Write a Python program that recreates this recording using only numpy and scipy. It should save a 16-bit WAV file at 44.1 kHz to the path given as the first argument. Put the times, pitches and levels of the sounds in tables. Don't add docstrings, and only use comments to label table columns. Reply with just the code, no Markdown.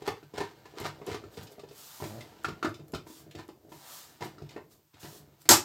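import sys
import numpy as np
from scipy import signal
from scipy.io import wavfile
from scipy.ndimage import uniform_filter1d

SR = 44100
rng = np.random.default_rng(int(sys.argv[2]) if len(sys.argv) > 2 else 0)


def magnitude_from_level(level_db):
    exponent = np.asarray(level_db, float) / 20
    return 10 ** exponent


def inscribe(sig):
    pcm = np.round(np.clip(np.atleast_2d(sig).T, -1, 1) * 32767)
    wavfile.write(sys.argv[1], SR, pcm.astype(np.int16))


N = 249076

# pitch_hz, level_db (per Hz)
AIR_COLOUR = [(24, 1), (40, -16), (151, 20), (354, -62), (896, 1), (1590, -8.5), (7170, -5.5), (9220, -11),
              (13800, -9), (16000, -7)]
# pitch_hz, level_db, t60_s
DESK_MODES = [(75.4, -5.5, 0.043), (103.2, -1, 0.11), (144.3, 4, 0.066), (195, -5, 0.029)]
PANEL_MODES = [(233, -9, 0.05), (289, -11.5, 0.083), (324.2, 0.5, .19), (358.5, 0, 0.097),
               (409.8, 7, 0.059), (454.2, -0.5, 0.11), (521.4, 3, 0.069), (591.5, 8, 0.072),
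               (650, 5, 0.058)]
RIB_MODES = [(738.5, 0.5, 0.04), (828, 4.5, 0.032), (946, 8, 0.024), (979, 8, 0.018), (1190, 11, 0.016),
             (1280, 11, 0.016), (1370, 3.5, 0.032), (1433, 11.5, 0.016), (1538, 8, 0.021),
             (1723, 21, 0.0076), (2080, 6, 0.028), (2644, 8, 0.012)]
# pitch_hz, level_db, t60_s
FLAP_MODES = [(2630, 10.5, 0.01), (3040, 2, 0.017), (3540, -4, 0.036), (4230, -9, 0.0084),
              (4920, -3, 0.024), (5170, 1, 0.0061), (7040, -24, 0.018)]
# pitch_hz, level_db (per Hz)
EDGE_COLOUR = [(1500, -39), (2400, -3.5), (4200, 0), (5600, -5.5), (8300, -10), (9300, -17.5), (12000, -18),
               (16000, -20.5)]
TAB_COLOUR = [(5000, -16.5), (7500, -7.5), (9300, -16), (12500, -8), (14000, -16), (16500, -21)]
# time_s, centre of its ring pitch_hz
SEATING = [(0, 421), (1.8, 420), (2.0, 348), (5.65, 355)]
# time_s, flexing level_db, grit under the edges level_db
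HANDLING = [(0.0, -46, -58), (0.15, -68, -70.5), (0.76, -56, -58.5), (1.0, -51, -60.5),
            (1.54, -56.5, -64.5), (1.81, -60.5, -66), (2.04, -99, -53.5), (2.19, -52.5, -57),
            (2.56, -55.5, -61.5), (2.8, -53.5, -73.5), (3.29, -57.5, -68), (3.56, -60.5, -88),
            (3.76, -53.5, -62), (3.88, -82, -53.5), (4.11, -61.5, -64), (4.45, -54, -65),
            (4.77, -62.5, -82), (5.0, -95, -89), (5.1, -51, -66.5), (5.47, -66.5, -71.5)]
# start_s, rise_s, hold_s, fall_s, level_db
SCRAPES = [(.04, 0.027, 0.0034, 0.0068, -38.5), (.14, .02, .02, 0.047, -54.5),
           (.335, .05, .003, 0.013, -36), (.395, 0.0082, 0.0024, 0.12, -40.5),
           (.75, 0.034, 0.053, .03, -45.5), (.84, 0.012, 0.0029, .04, -33),
           (1.045, .055, 0.046, 0.031, -41), (1.366, 0.0057, 0.0027, 0.11, -45.5),
           (1.99, 0.04, .003, 0.045, -55), (3.345, 0.048, 0.0012, .045, -45.5),
           (4.19, 0.021, .002, 0.0058, -50), (4.214, 0.0093, .003, 0.083, -40.5),
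           (4.49, 0.019, .02, 0.069, -56), (4.92, 0.018, 0.062, .02, -62), (5.01, 0.04, .005, 0.058, -45)]
# pitch_hz, t60_s
ROOM_DECAY = [(80, 0.27), (300, 0.26), (1500, 0.23), (5000, 0.21), (12000, 0.18)]
# start_s, panel level_db, edges level_db, ribs level_db, ribs struck near pitch_hz
KNOCKS = [(0.0195, -38.5, -43.5, -47, 830), (0.076, -24.5, -26.5, -28.5, 784), (0.083, -42, -45, -35, 1145),
          (0.228, -50, -51.5, -60, 1450), (0.3377, -38, -45, -53.5, 907), (0.379, -32, -35, -39, 1020),
          (0.403, -33, -32, -34, 820), (0.41, -29, -45, -32, 910), (0.4445, -46, -55, -54, 877),
          (0.6544, -50.5, -46, -50.5, 850), (0.7377, -47.5, -60, -75, 796),
          (0.772, -39.5, -45.5, -55, 1280), (0.8005, -43, -38, -49, 795), (0.8131, -36.5, -44, -47, 2080),
          (0.853, -36, -36, -34.5, 1090), (1.0146, -40, -53, -48, 1105), (1.067, -40, -37.5, -49, 958),
          (1.0757, -34, -57, -45.5, 1040), (1.0857, -33, -44, -71, 929), (1.1139, -35, -35.5, -43.5, 2070),
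          (1.1444, -33.5, -35, -42.5, 1210), (1.2374, -41.5, -50.5, -52, 1310),
          (1.3384, -59, -47, -64, 824), (1.3725, -39, -40, -65, 942), (1.4677, -70, -43, -67, 875),
          (1.5814, -44.5, -62, -65, 802), (1.5933, -48, -43, -54, 1130), (1.6351, -40, -52, -54, 850),
          (1.686, -65, -47.5, -65, 832), (1.709, -44, -49, -60, 802), (2.0005, -43, -44, -43.5, 1030),
          (2.022, -33.5, -61, -40.5, 1070), (2.0377, -67, -35, -41, 824), (2.0542, -36, -50, -57, 830),
          (2.2062, -56, -38.5, -47.5, 2080), (2.445, -37.5, -28.5, -26, 1340),
          (2.483, -34.5, -35.5, -42, 1190), (2.627, -34, -31, -29, 1370), (2.645, -23, -30, -34, 890),
          (2.653, -31.5, -39, -29, 1370), (2.6683, -29, -56, -60, 1370), (2.741, -58, -40.5, -58, 1190),
          (2.7944, -49.5, -53, -59, 795), (2.9352, -29.5, -35.5, -40, 850),
          (2.9464, -56, -31.5, -38.5, 1330), (3.066, -45.5, -54, -51, 900), (3.1, -43.5, -52, -56, 910),
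          (3.2646, -50, -72, -79, 810), (3.3094, -66, -43.5, -61, 1850), (3.3495, -38.5, -40, -53.5, 2110),
          (3.391, -38, -62, -45.5, 830), (3.4873, -40.5, -48, -49, 770), (3.6484, -51, -86, -74, 1360),
          (3.719, -47, -47, -47.5, 870), (4.2072, -42, -38.5, -44, 790), (4.2196, -34, -47, -38, 964),
          (4.2552, -36.5, -47, -57, 826), (4.381, -47, -49.5, -53.5, 1410), (4.4194, -42, -51.5, -63, 1370),
          (4.49, -67, -42.5, -59, 2100), (4.506, -69, -45, -64, 2100), (4.562, -35, -48.5, -44, 810),
          (4.576, -42.5, -59, -47.5, 950), (4.94, -58, -51, -65, 1060), (5.029, -50, -41, -65, 982),
          (5.0461, -43, -53, -53, 975), (5.4545, -50.5, -44, -52, 790), (5.4895, -22, -7, -19.5, 1680),
          (5.5, -16.5, -24, -19.5, 1460), (5.509, -43, -8, -18.5, 940), (5.5169, -22, -25, -16, 796),
          (5.5337, -28, -19, -22, 1150)]
# start_s, level_db
THUMPS = [(0.076, -33), (0.099, -34), (0.231, -45), (0.341, -43), (0.377, -32), (0.405, -35), (0.572, -51),
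          (0.801, -33), (0.827, -35.5), (0.861, -36), (1.076, -35.5), (1.108, -30.5), (1.247, -41),
          (1.372, -32.5), (1.419, -39.5), (1.636, -47.5), (2.014, -29.5), (2.459, -32), (2.501, -33.5),
          (2.641, -42), (2.669, -29.5), (2.796, -38), (2.94, -27), (3.262, -41), (3.35, -35), (3.662, -60),
          (4.212, -33), (4.253, -35.5), (4.416, -31.5), (4.553, -43), (4.939, -48), (5.031, -35.5),
          (5.08, -44), (5.453, -47.5), (5.504, -18.5), (5.521, -33)]
# start_s, level_db
TICKS = [(0.0751, -42), (0.8006, -39.5), (0.869, -46), (1.0652, -42.5), (1.431, -54), (2.4366, -50),
         (2.6918, -52), (2.882, -53), (2.9202, -49), (3.311, -60), (3.48, -55), (4.2, -75), (5.418, -50),
         (5.454, -52)]
# start_s, rise_s, hold_s, fall_s, level_db
BRUSHES = [(1.3, 0.018, 0.11, 0.017, -59.5), (1.424, .008, .002, 0.018, -49),
           (1.49, 0.033, .002, 0.015, -52), (1.68, .1, 0.27, 0.29, -48), (3.055, 0.02, 0.13, 0.035, -52.5),
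           (3.68, 0.016, 0.065, 0.091, -61), (3.72, 0.19, .06, .22, -44.5),
           (4.225, 0.021, .005, 0.038, -49.5), (4.69, 0.024, .01, 0.068, -57),
           (4.99, 0.013, 0.17, 0.057, -50.5), (5.38, 0.039, .002, 0.018, -54.5)]
# pitch_hz, level_db (per Hz)
SKIN_COLOUR = [(710, -3), (1200, 2), (1680, -4.5), (2400, -5.5), (3550, 0), (7820, 0.5), (9610, -4.5),
               (12300, -1.5), (15200, -1), (16000, -8.5)]
# time_s, slips per second pitch_hz, level_db
JUDDER = [(2.09, 140, -56), (2.094, 121, -42), (2.11, 99, -41.5), (2.18, 109, -39.5), (2.214, 130, -54),
          (2.25, 110, -63)]
# start_s, level_db, decay of the rattle rattle_s
LATCH = [(5.4901, 11, 0.0018), (5.5025, 10, 0.02), (5.5101, 6, 0.0096), (5.5364, -18, 0.0049),
         (5.5537, -9, 0.015)]
# pitch_hz, level_db (per Hz)
LATCH_COLOUR = [(700, -43), (1300, 2), (3000, -4.5), (5500, 9), (8200, 9), (9250, -3.5), (12000, 3.5),
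                (14300, 1.5), (16500, -20)]


def evened(x):
    return x / np.sqrt(np.mean(x ** 2) + 1e-20)


def read(points, hz):
    f, value = np.transpose(points)
    return np.interp(np.log(hz + 1), np.log(f + 1), value)


def colour(points, size=2048):
    hz = abs(np.fft.fftfreq(size, 1 / SR))
    log_gain = np.log(magnitude_from_level(np.maximum(read(points, hz), -90)))
    spectrum = np.exp(np.conj(signal.hilbert(log_gain)))
    taps = np.fft.ifft(spectrum).real[:size // 2]
    return taps / np.linalg.norm(taps)


def through(x, taps):
    return signal.oaconvolve(x, taps)[:len(x)]


def ring(modes, near_hz, octaves, rest=0.42, rise_s=0.0003):
    hz, db, t60 = np.transpose(modes)[:, :, None]
    t = np.arange(SR // 4) / SR
    sines = magnitude_from_level(db - 60 * t / t60) * np.sin(2 * np.pi * hz * t)
    distance = np.log2(hz.T / np.reshape(near_hz, (-1, 1))) / octaves
    taps = (rest + np.exp(-distance ** 2)) @ sines
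    taps *= 1 - np.exp(-t / rise_s)
    return taps / np.linalg.norm(taps, axis=1, keepdims=True)


def curve(rows):
    s, *columns = np.transpose(rows)
    t = np.arange(N) / SR
    return [np.interp(t, s, column, -120, -120) for column in columns]


def strokes(rows):
    start, rise, hold, fall, db = np.transpose(rows)[:, :, None]
    t = np.arange(0, N, 32) / SR - start
    shape = np.minimum(np.minimum(t / rise - 1, (rise + hold - t) / fall), 0)
    gain = (magnitude_from_level(db + 20.5 * shape) * (t > 0)).sum(0)
    return uniform_filter1d(np.repeat(gain, 32)[:N], 200)


def slips(per_s, spread_db):
    size = magnitude_from_level(spread_db * np.minimum(rng.exponential(1, N), 5))
    happens = rng.random(N) < per_s / SR
    return evened(size * happens * rng.standard_normal(N))


def contacts(s, db, blow_s, chatter_s, taps, blow=0):
    t = np.arange(4096) / SR
    fade = np.exp(-t / chatter_s) * (1 - np.exp(-t / blow_s))
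    chatter = rng.standard_normal((len(s), len(t))) * fade
    push = t * np.exp(-2 * t / blow_s)
    force = chatter / np.linalg.norm(chatter, axis=1, keepdims=True) + blow * push / push.sum()
    sound = signal.fftconvolve(force, np.atleast_2d(taps), axes=1)
    sound *= magnitude_from_level(db)[:, None] * np.sqrt(SR / 50) / np.linalg.norm(sound, axis=1, keepdims=True)
    out = np.zeros(N + sound.shape[1])
    first = np.round(s * SR).astype(int)[:, None]
    np.add.at(out, first + np.arange(sound.shape[1]), sound)
    return out[:N]


def quiet():
    whine_hz, fuzz_hz = 14002, 300
    turn = np.exp(2j * np.pi * whine_hz * np.arange(N) / SR)
    lowpass = signal.butter(2, fuzz_hz, fs=SR, output="sos")
    fuzz = signal.sosfilt(lowpass, rng.standard_normal((2, N)))
    line = magnitude_from_level(-84) * np.sqrt(2) * turn.real
    hiss = magnitude_from_level(-77) * evened((turn * (fuzz[0] + 1j * fuzz[1])).real)
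    air = magnitude_from_level(-68.5) * through(rng.standard_normal(N), colour(AIR_COLOUR, size=8192))
    return air + line + hiss


def sliding():
    flex, grit = (magnitude_from_level(column) for column in curve(HANDLING))
    push = magnitude_from_level(-2.5) * flex
    desk = through(push * slips(400, 3), ring(DESK_MODES, 130, 1.5)[0])

    hz = curve(SEATING)[0]
    loose = np.clip((hz - hz[-1]) / (hz.max() - hz[-1]), 0, 1)
    bending = flex * slips(750, 1.96)
    loose_ring, seated_ring = ring(PANEL_MODES, [hz.max(), hz[-1]], 0.48, 0.27)
    panel = through(np.sqrt(loose) * bending, loose_ring)
    panel += through(np.sqrt(1 - loose) * bending, seated_ring)

    creep = grit * slips(2500, 2.26)
    grind = strokes(SCRAPES) * slips(1600, 2.6)
    ribs = through(magnitude_from_level(0.5) * (creep + grind), ring(RIB_MODES, 650, 0.88)[0])
    edges = through(magnitude_from_level(-4.5) * creep + magnitude_from_level(-5.0) * grind, colour(EDGE_COLOUR))
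    return desk + panel + ribs + edges


def room(x, count=4):
    taps = np.zeros((count, SR // 2))
    at = np.arange(200, SR // 2 - 20, 20)
    places = at + rng.integers(0, 20, (count, len(at)))
    signs = rng.choice([-1., 1.], (count, len(at)))
    np.put_along_axis(taps, places, signs, 1)

    hz, t, z = signal.stft(taps, SR, nperseg=256)
    decay = magnitude_from_level(-60 * t / read(ROOM_DECAY, hz)[:, None])
    tails = signal.istft(z * decay, SR, nperseg=256)[1]
    tails /= np.linalg.norm(tails, axis=1, keepdims=True)

    low = signal.sosfilt(signal.butter(2, 650, fs=SR, output="sos"), x)
    high = signal.sosfilt(signal.butter(2, 650, "high", fs=SR, output="sos"), x)
    turn = np.arange(N) / SR * np.array([[45], [110]])
    out = np.zeros(N)
    for k, tail in enumerate(tails):
        slow, fast = np.cos(np.pi * (turn + k) / count) ** 2 * np.sqrt(8 / 3 / count)
        out += through(magnitude_from_level(-2.5) * low * slow + high * fast, tail)
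    return out


def knocks():
    s, panel_db, edges_db, ribs_db, ribs_hz = np.transpose(KNOCKS)
    spot, flap = rng.random((len(s), 2)).T
    panel_hz = np.interp(s, *np.transpose(SEATING)) * 2 ** (0.066 * (2 * spot - 1))
    flap_hz = 2500 * 2 ** (1.58 * flap)

    desk_ring = ring(DESK_MODES, 140, 4.4, rest=0.1, rise_s=0.0057)
    panel_ring = ring(PANEL_MODES, panel_hz, 0.19, rest=0.25, rise_s=0.0013)
    ribs_ring = ring(RIB_MODES, ribs_hz, 0.12, rest=0.36, rise_s=0.0017)
    flaps_ring = ring(FLAP_MODES, flap_hz, 0.99, rest=0.043, rise_s=0.000063)

    desk = contacts(*np.transpose(THUMPS), 0.0038, 0.0064, desk_ring, blow=0.37)
    panel = contacts(s, panel_db, 0.0003, 0.0058, panel_ring, blow=1.43)
    ribs = contacts(s, ribs_db, 0.00031, 0.0055, ribs_ring, blow=1.59)
    flaps = contacts(s, edges_db, 0.0025, 0.01, flaps_ring)
    edges = contacts(s, edges_db, 0.006, 0.005, colour(EDGE_COLOUR))
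    tabs = contacts(*np.transpose(TICKS), 0.0001, 0.0023, colour(TAB_COLOUR))
    body = magnitude_from_level(-6.0) * desk + panel + ribs
    return body + magnitude_from_level(-14.5) * flaps + magnitude_from_level(-11.5) * edges + magnitude_from_level(-7.5) * tabs


def palms():
    return strokes(BRUSHES) * through(slips(15000, 0.94), colour(SKIN_COLOUR))


def foot():
    hz, db = curve(JUDDER)
    wander = 1 + 1.05 * uniform_filter1d(rng.standard_normal(N), 300)
    turns = np.cumsum(np.maximum(hz, 0) * wander) / SR
    buzz = sum(magnitude_from_level(-7.5 * k) * np.sin(2 * np.pi * (k + 1) * turns) for k in range(3))
    slip = np.diff(np.floor(turns), prepend=0) * np.sqrt(SR / 100)
    level = np.sqrt(2) * uniform_filter1d(magnitude_from_level(db), 600)
    return level * buzz + magnitude_from_level(-8.5) * through(level * slip, ring(PANEL_MODES, 570, 0.28)[0])


def latch():
    s, db, rattle_s = np.transpose(LATCH)
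    return magnitude_from_level(-21.0) * contacts(s, db, 0.0017, rattle_s[:, None], colour(LATCH_COLOUR))


def scene():
    near = sliding() + knocks() + palms() + foot() + latch()
    return (magnitude_from_level(-3.0) * near + magnitude_from_level(-5.5) * room(near) + quiet())[None]


def top_cut(x):
    return signal.sosfilt(signal.butter(12, 16880, fs=SR, output="sos"), x)


def record(dry):
    thin = signal.sosfilt(signal.butter(4, 68, "high", fs=SR, output="sos"), dry)
    rounded = 0.85 * np.tanh(thin / 1.051)
    edge = signal.firwin(301, 16100, window=("kaiser", 8), fs=SR)
    return top_cut(signal.oaconvolve(rounded, edge[None], "same"))


dry = scene()
out = record(dry)
inscribe(out)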